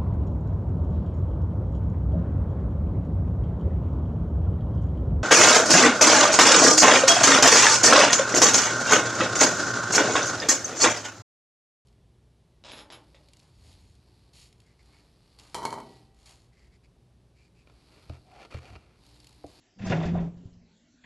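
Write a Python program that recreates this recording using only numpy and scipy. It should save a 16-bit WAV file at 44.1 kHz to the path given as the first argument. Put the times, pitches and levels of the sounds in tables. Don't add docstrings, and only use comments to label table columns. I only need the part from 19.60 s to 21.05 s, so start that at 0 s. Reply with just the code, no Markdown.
import sys
import numpy as np
from scipy import signal
from scipy.fft import rfft, irfft
from scipy.io import wavfile
from scipy.ndimage import uniform_filter1d

SR = 44100
rng = np.random.default_rng(int(sys.argv[2]) if len(sys.argv) > 2 else 0)


def volts_from_decibels(level):
    exponent = np.asarray(level, float) / 20
    return 10 ** exponent


def wav_out(sig):
    wavfile.write(sys.argv[1], SR, np.round(np.clip(np.atleast_2d(sig).T, -1, 1) * 32767).astype(np.int16))


N = 63945


def unit(x):
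    return x / np.sqrt(np.mean(x ** 2))


def band(x, hz, width_hz):
    return signal.lfilter(*signal.iirpeak(min(hz, 0.45 * SR), hz / width_hz, fs=SR), x)


def walk(rate):
    hold = int(SR / rate)
    levels = np.repeat(rng.standard_normal(N // hold + 1), hold)
    return unit(uniform_filter1d(uniform_filter1d(levels, hold), hold)[:N])


def noise():
    return rng.standard_normal(N)


def wobbling_tone(hz, spread_hz):
    return np.sqrt(2) * np.sin(2 * np.pi * np.cumsum(hz + spread_hz * walk(40)) / SR)


def air():
    # (frequency [Hz], density [dB per Hz])
    air_spectrum = [(18, -54), (30, -10), (185, -10), (256, -6.5), (331, -12), (398, -14.5), (840, -23),
                    (922, -25), (7860, -26.5), (10200, -61.5), (17300, -120)]
    level_db, patchy_db, patch_rate_hz = -67, 3.5, 13.97
    f, db = np.array(air_spectrum).T
    hz = np.maximum(np.fft.rfftfreq(N, 1 / SR), 1)
    colour = rfft(noise()) * volts_from_decibels(np.interp(np.log(hz), np.log(f), db))
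    quarter_octave = np.floor(4 * np.log2(hz / 30)).clip(0)
    out = np.zeros(N)
    for k in np.unique(quarter_octave):
        out += irfft(colour * (quarter_octave == k), N) * volts_from_decibels(patchy_db * walk(patch_rate_hz))
    return volts_from_decibels(level_db) * unit(out)


def car(t):
    # (time [s], pitch [Hz], level [dB])
    drone = [
        (0, 232.2, -75.5),
        (0.151, 247.5, -91.5),
        (.9, 261.4, -62),
        (1.101, 198.4, -71.5),
        (1.3, 249.5, -70.5),
        (1.45, 204.4, -61.5),
    ]
    pitch_spread_hz, throb_db = 15, 6
    s, hz, db = np.array(drone).T
    level_db = np.interp(t, s, db) + throb_db * np.tanh(walk(45))
    return wobbling_tone(np.interp(t, s, hz), pitch_spread_hz) * volts_from_decibels(level_db)


def room(x, t):
    t60_s, low_t60_s, low_top_hz, level_db = 0.27, 0.52, 381.38, -8.5
    lows = unit(signal.lfilter(*signal.butter(1, low_top_hz, fs=SR), noise()))
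    tail = noise() * volts_from_decibels(-60 * t / t60_s) + 0.19 * lows * volts_from_decibels(-60 * t / low_t60_s)
    tail = tail / np.sqrt(np.sum(tail ** 2))
    return signal.fftconvolve(x, tail)[:N] * volts_from_decibels(level_db)


def side_treble(t):
    faint_db, patchy_db = -102, 5.5
    burst_s, burst_length_s, burst_db = 0.2623, 0.016, -50.5
    faint = volts_from_decibels(faint_db + patchy_db * walk(20))
    burst = volts_from_decibels(burst_db) * np.exp(-((t - burst_s) / burst_length_s) ** 2)
    side = (faint + burst) * unit(band(noise(), 6000, 4000.0))
    return side * np.array([[1], [-1]])


def tap(t):
    # (frequency [Hz], width [Hz], level [dB])
    tip_modes = [(810, 380, -1), (1780, 230, 7.5), (2280, 463, 8), (2900, 350, -13), (3360, 160, 5),
                 (4290, 483, -9)]
    tap_s, level_db, slide_s, slide_db = 1.4385, -54, 0.03, -15
    slide = volts_from_decibels(slide_db) * np.clip(1 + (t - tap_s) / slide_s, 0, 1)
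    force = slide + (t > tap_s)
    ring = np.zeros(N)
    for hz, width_hz, db in tip_modes:
        ring += volts_from_decibels(db) * band(band(noise() * force, hz, width_hz), hz, 2 * width_hz)
    return volts_from_decibels(level_db) * ring / np.std(ring[t > tap_s])


def thumps(t):
    # (time [s], level [dB], pitch [Hz], life to -60 dB [cycles])
    pushes = [(0.178, -56, 125, 6), (0.204, -32.5, 113.6, 14), (0.239, -26, 218, 12), (0.266, -21.5, 92, 3),
              (0.302, -18, 125, 6.7), (0.319, -26.5, 232, 15), (0.334, -26.5, 80, 4.9),
              (0.393, -25.5, 125, 5.1), (.455, -18.5, 80, 4.2), (0.489, -40.5, 70, 3.3),
              (0.536, -22.5, 100, 4), (0.542, -32, 379.9, 120), (.555, -23.5, 71.3, 3.3),
              (.594, -23.5, 90, 3), (0.624, -39, 58.7, 2.4), (0.662, -43, 70, 1.3), (0.768, -34, 85, 3.1),
              (0.832, -54, 385, 95), (0.855, -30, 97, 4.8), (0.922, -43, 74, 5.5), (.968, -45.5, 92, 5.7),
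              (1.016, -45, 82.3, 3), (1.343, -53, 255, 18), (1.401, -66, 216, 12), (1.444, -45.5, 171, 1.9)]
    rise_cycles = 0.1
    out = np.zeros(N)
    for s, db, hz, life in pushes:
        cycles = np.maximum(t - s, 0) * hz
        rise = 1 - np.exp(-cycles / rise_cycles)
        out += volts_from_decibels(db - 60 * cycles / life) * rise * np.sin(2 * np.pi * cycles)
    return out


def hum(t):
    # (time [s], pitch [Hz], level [dB])
    lowest_mode = [
        (0.172, 184.3, -53),
        (0.237, 194.3, -37),
        (0.321, 169.2, -29.5),
        (0.392, 155.9, -26.5),
        (0.452, 174.1, -30.5),
        (0.511, 165.5, -26),
        (.605, 172.2, -24.5),
        (.67, 169.3, -31.5),
        (.715, 172.6, -44.5),
    ]
    # (time [s], depth [dB], length [s])
    rests = [
        (0.454, -15, 0.005),
        (0.53, -6, 0.0039),
        (0.591, -16.5, .007),
    ]
    ring_t60_s, rough_gain, flutter_db, wander_hz = 1, 0.14, 1.56, 3.5
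    rub_db, rub_hz = -7, 115
    s, hz, db = np.array(lowest_mode).T
    onset_db = -2000 * np.maximum(s[0] - t, 0)
    decay_db = -60 * np.maximum(t - s[-1], 0) / ring_t60_s
    level_db = np.interp(t, s, db) + onset_db + decay_db
    for at, dip_db, length_s in rests:
        level_db = level_db + dip_db * np.exp(-((t - at) / length_s) ** 2)
    tone = wobbling_tone(np.interp(t, s, hz), wander_hz) * volts_from_decibels(flutter_db * walk(30))
    rough = unit(band(noise(), np.median(hz), 30.0))
    rub = unit(band(band(noise(), rub_hz, 190.0), rub_hz, 240.0))
    return volts_from_decibels(level_db) * (tone + rough_gain * rough + volts_from_decibels(rub_db) * rub)


def knocks(t):
    # (time [s], level [dB])
    claw_hits = [
        (.3210, -24),
        (.3238, -21),
        (.3270, -19.5),
        (.3305, -30.5),
        (.3345, -24.5),
        (.3395, -29.5),
    ]
    # (frequency [Hz], level [dB], T60 [s])
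    middle_modes = [(555, 3, 0.073), (686, -5, 0.073), (830, -3, 0.074), (935, -6, 0.081),
                    (1441, 0.5, 0.066), (1680, -1, .04), (1994, -6, .03), (2336, -4, 0.018),
                    (2560, -4.5, .03), (2769, -5.5, 0.039)]
    mixes = rng.uniform(-1.1, 1, (len(claw_hits), len(middle_modes)))
    out = np.zeros(N)
    for (s, db), mix in zip(claw_hits, mixes):
        age = np.maximum(t - s, 0)
        for (hz, mode_db, t60), m in zip(middle_modes, mix):
            level_db = db + mode_db - 6.5 - 5 * abs(m) - 60 * age / t60
            out += np.sign(m) * volts_from_decibels(level_db) * np.sin(2 * np.pi * hz * (1 + 0.034 * m) * age)
    return out


def ring_modes(x, modes):
    return sum((-1) ** k * volts_from_decibels(db) * band(x, hz, width) for k, (hz, width, db) in enumerate(modes))


def strokes(t):
    # (time [s], pad level [dB], claw level [dB], fur level [dB], T60 [s])
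    paw_strokes = [(.02, -71.5, -73.5, -107, 0.69), (0.185, -47.5, -54, -62, 0.38),
                   (0.215, -68, -47, -59, 0.21), (0.241, -35.5, -49, -59.5, 0.24),
                   (0.258, -22, -42, -39, 0.042), (0.264, -47.5, -40, -44, 0.21),
                   (.294, -24, -36, -41.5, 0.24), (0.308, -32, -34, -48.5, .07),
                   (0.3208, -28, -27.5, -54.5, .08), (.334, -25, -53, -54, .12),
                   (0.354, -32, -44, -51, 0.29), (.398, -27.5, -41, -58, 0.16),
                   (0.42, -31, -42, -51.5, 0.23), (0.437, -24, -39, -73, 0.06707),
                   (0.454, -39, -41, -44, 0.12), (0.476, -39.5, -44, -63, .15),
                   (0.541, -25.5, -53, -77, 0.1), (0.556, -30.5, -51.5, -81.5, 0.15),
                   (0.578, -40, -45, -80.5, 0.12), (0.613, -46, -78.5, -85, 0.099),
                   (0.647, -68.5, -79, -86.5, 0.1), (0.768, -82, -79.5, -67.5, 0.12),
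                   (0.846, -58, -96, -71, 0.16), (0.927, -76, -97, -63.5, 0.075)]
    # (frequency [Hz], width [Hz], level [dB])
    pane_modes = [(283, 89, -3), (385, 140, -2), (483, 90, -4), (594.5, 72, -3.5), (654, 69, -1.5),
                  (746, 69, -2.5), (846, 58, -4), (884, 110, -7), (1093, 290, -14)]
    # (frequency [Hz], width [Hz], level [dB])
    claw_modes = [(1388, 114, -3), (1743, 123, 1), (1933, 134, -1.5), (2173, 180, -1.5), (2560, 140, -0.5),
                  (2743, 230, -4), (3500, 400, -7)]
    fur_modes = [(4820, 1700, 0)]
    rise_s = np.array([[0.0098], [0.0041], [0.0052]])
    grit_db = 1
    power = np.zeros((3, N))
    for s, pad_db, claw_db, fur_db, t60 in paw_strokes:
        age = np.maximum(t - s, 0)
        shape = (1 - np.exp(-age / rise_s)) * volts_from_decibels(-60 * age / t60)
        power += (volts_from_decibels([[pad_db], [claw_db], [fur_db]]) * shape) ** 2
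    impulse = (np.arange(N) == 0) * 1.0
    out = np.zeros(N)
    for force, modes in zip(np.sqrt(power), (pane_modes, claw_modes, fur_modes)):
        scrape = force * noise() * volts_from_decibels(grit_db * walk(600))
        out += ring_modes(scrape, modes) / np.sqrt(np.sum(ring_modes(impulse, modes) ** 2))
    return out


def scene():
    t = np.arange(N) / SR
    scuffs = strokes(t) + knocks(t)
    pushes = thumps(t)
    echo = room(scuffs + 0.5 * pushes, t)
    middle = hum(t) + scuffs + pushes + echo + tap(t) + car(t) + air()
    return middle + side_treble(t)


def low_pass(x):
    return signal.sosfilt(signal.butter(12, 8010, fs=SR, output="sos"), x)


def record(dry):
    ceiling, top_hz = 0.2, 7700
    x = ceiling * np.tanh(dry / ceiling)
    x = signal.sosfilt(signal.ellip(10, 0.3, 60, top_hz, fs=SR, output="sos"), x)
    return low_pass(x)


dry = scene()
out = record(dry)
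wav_out(out)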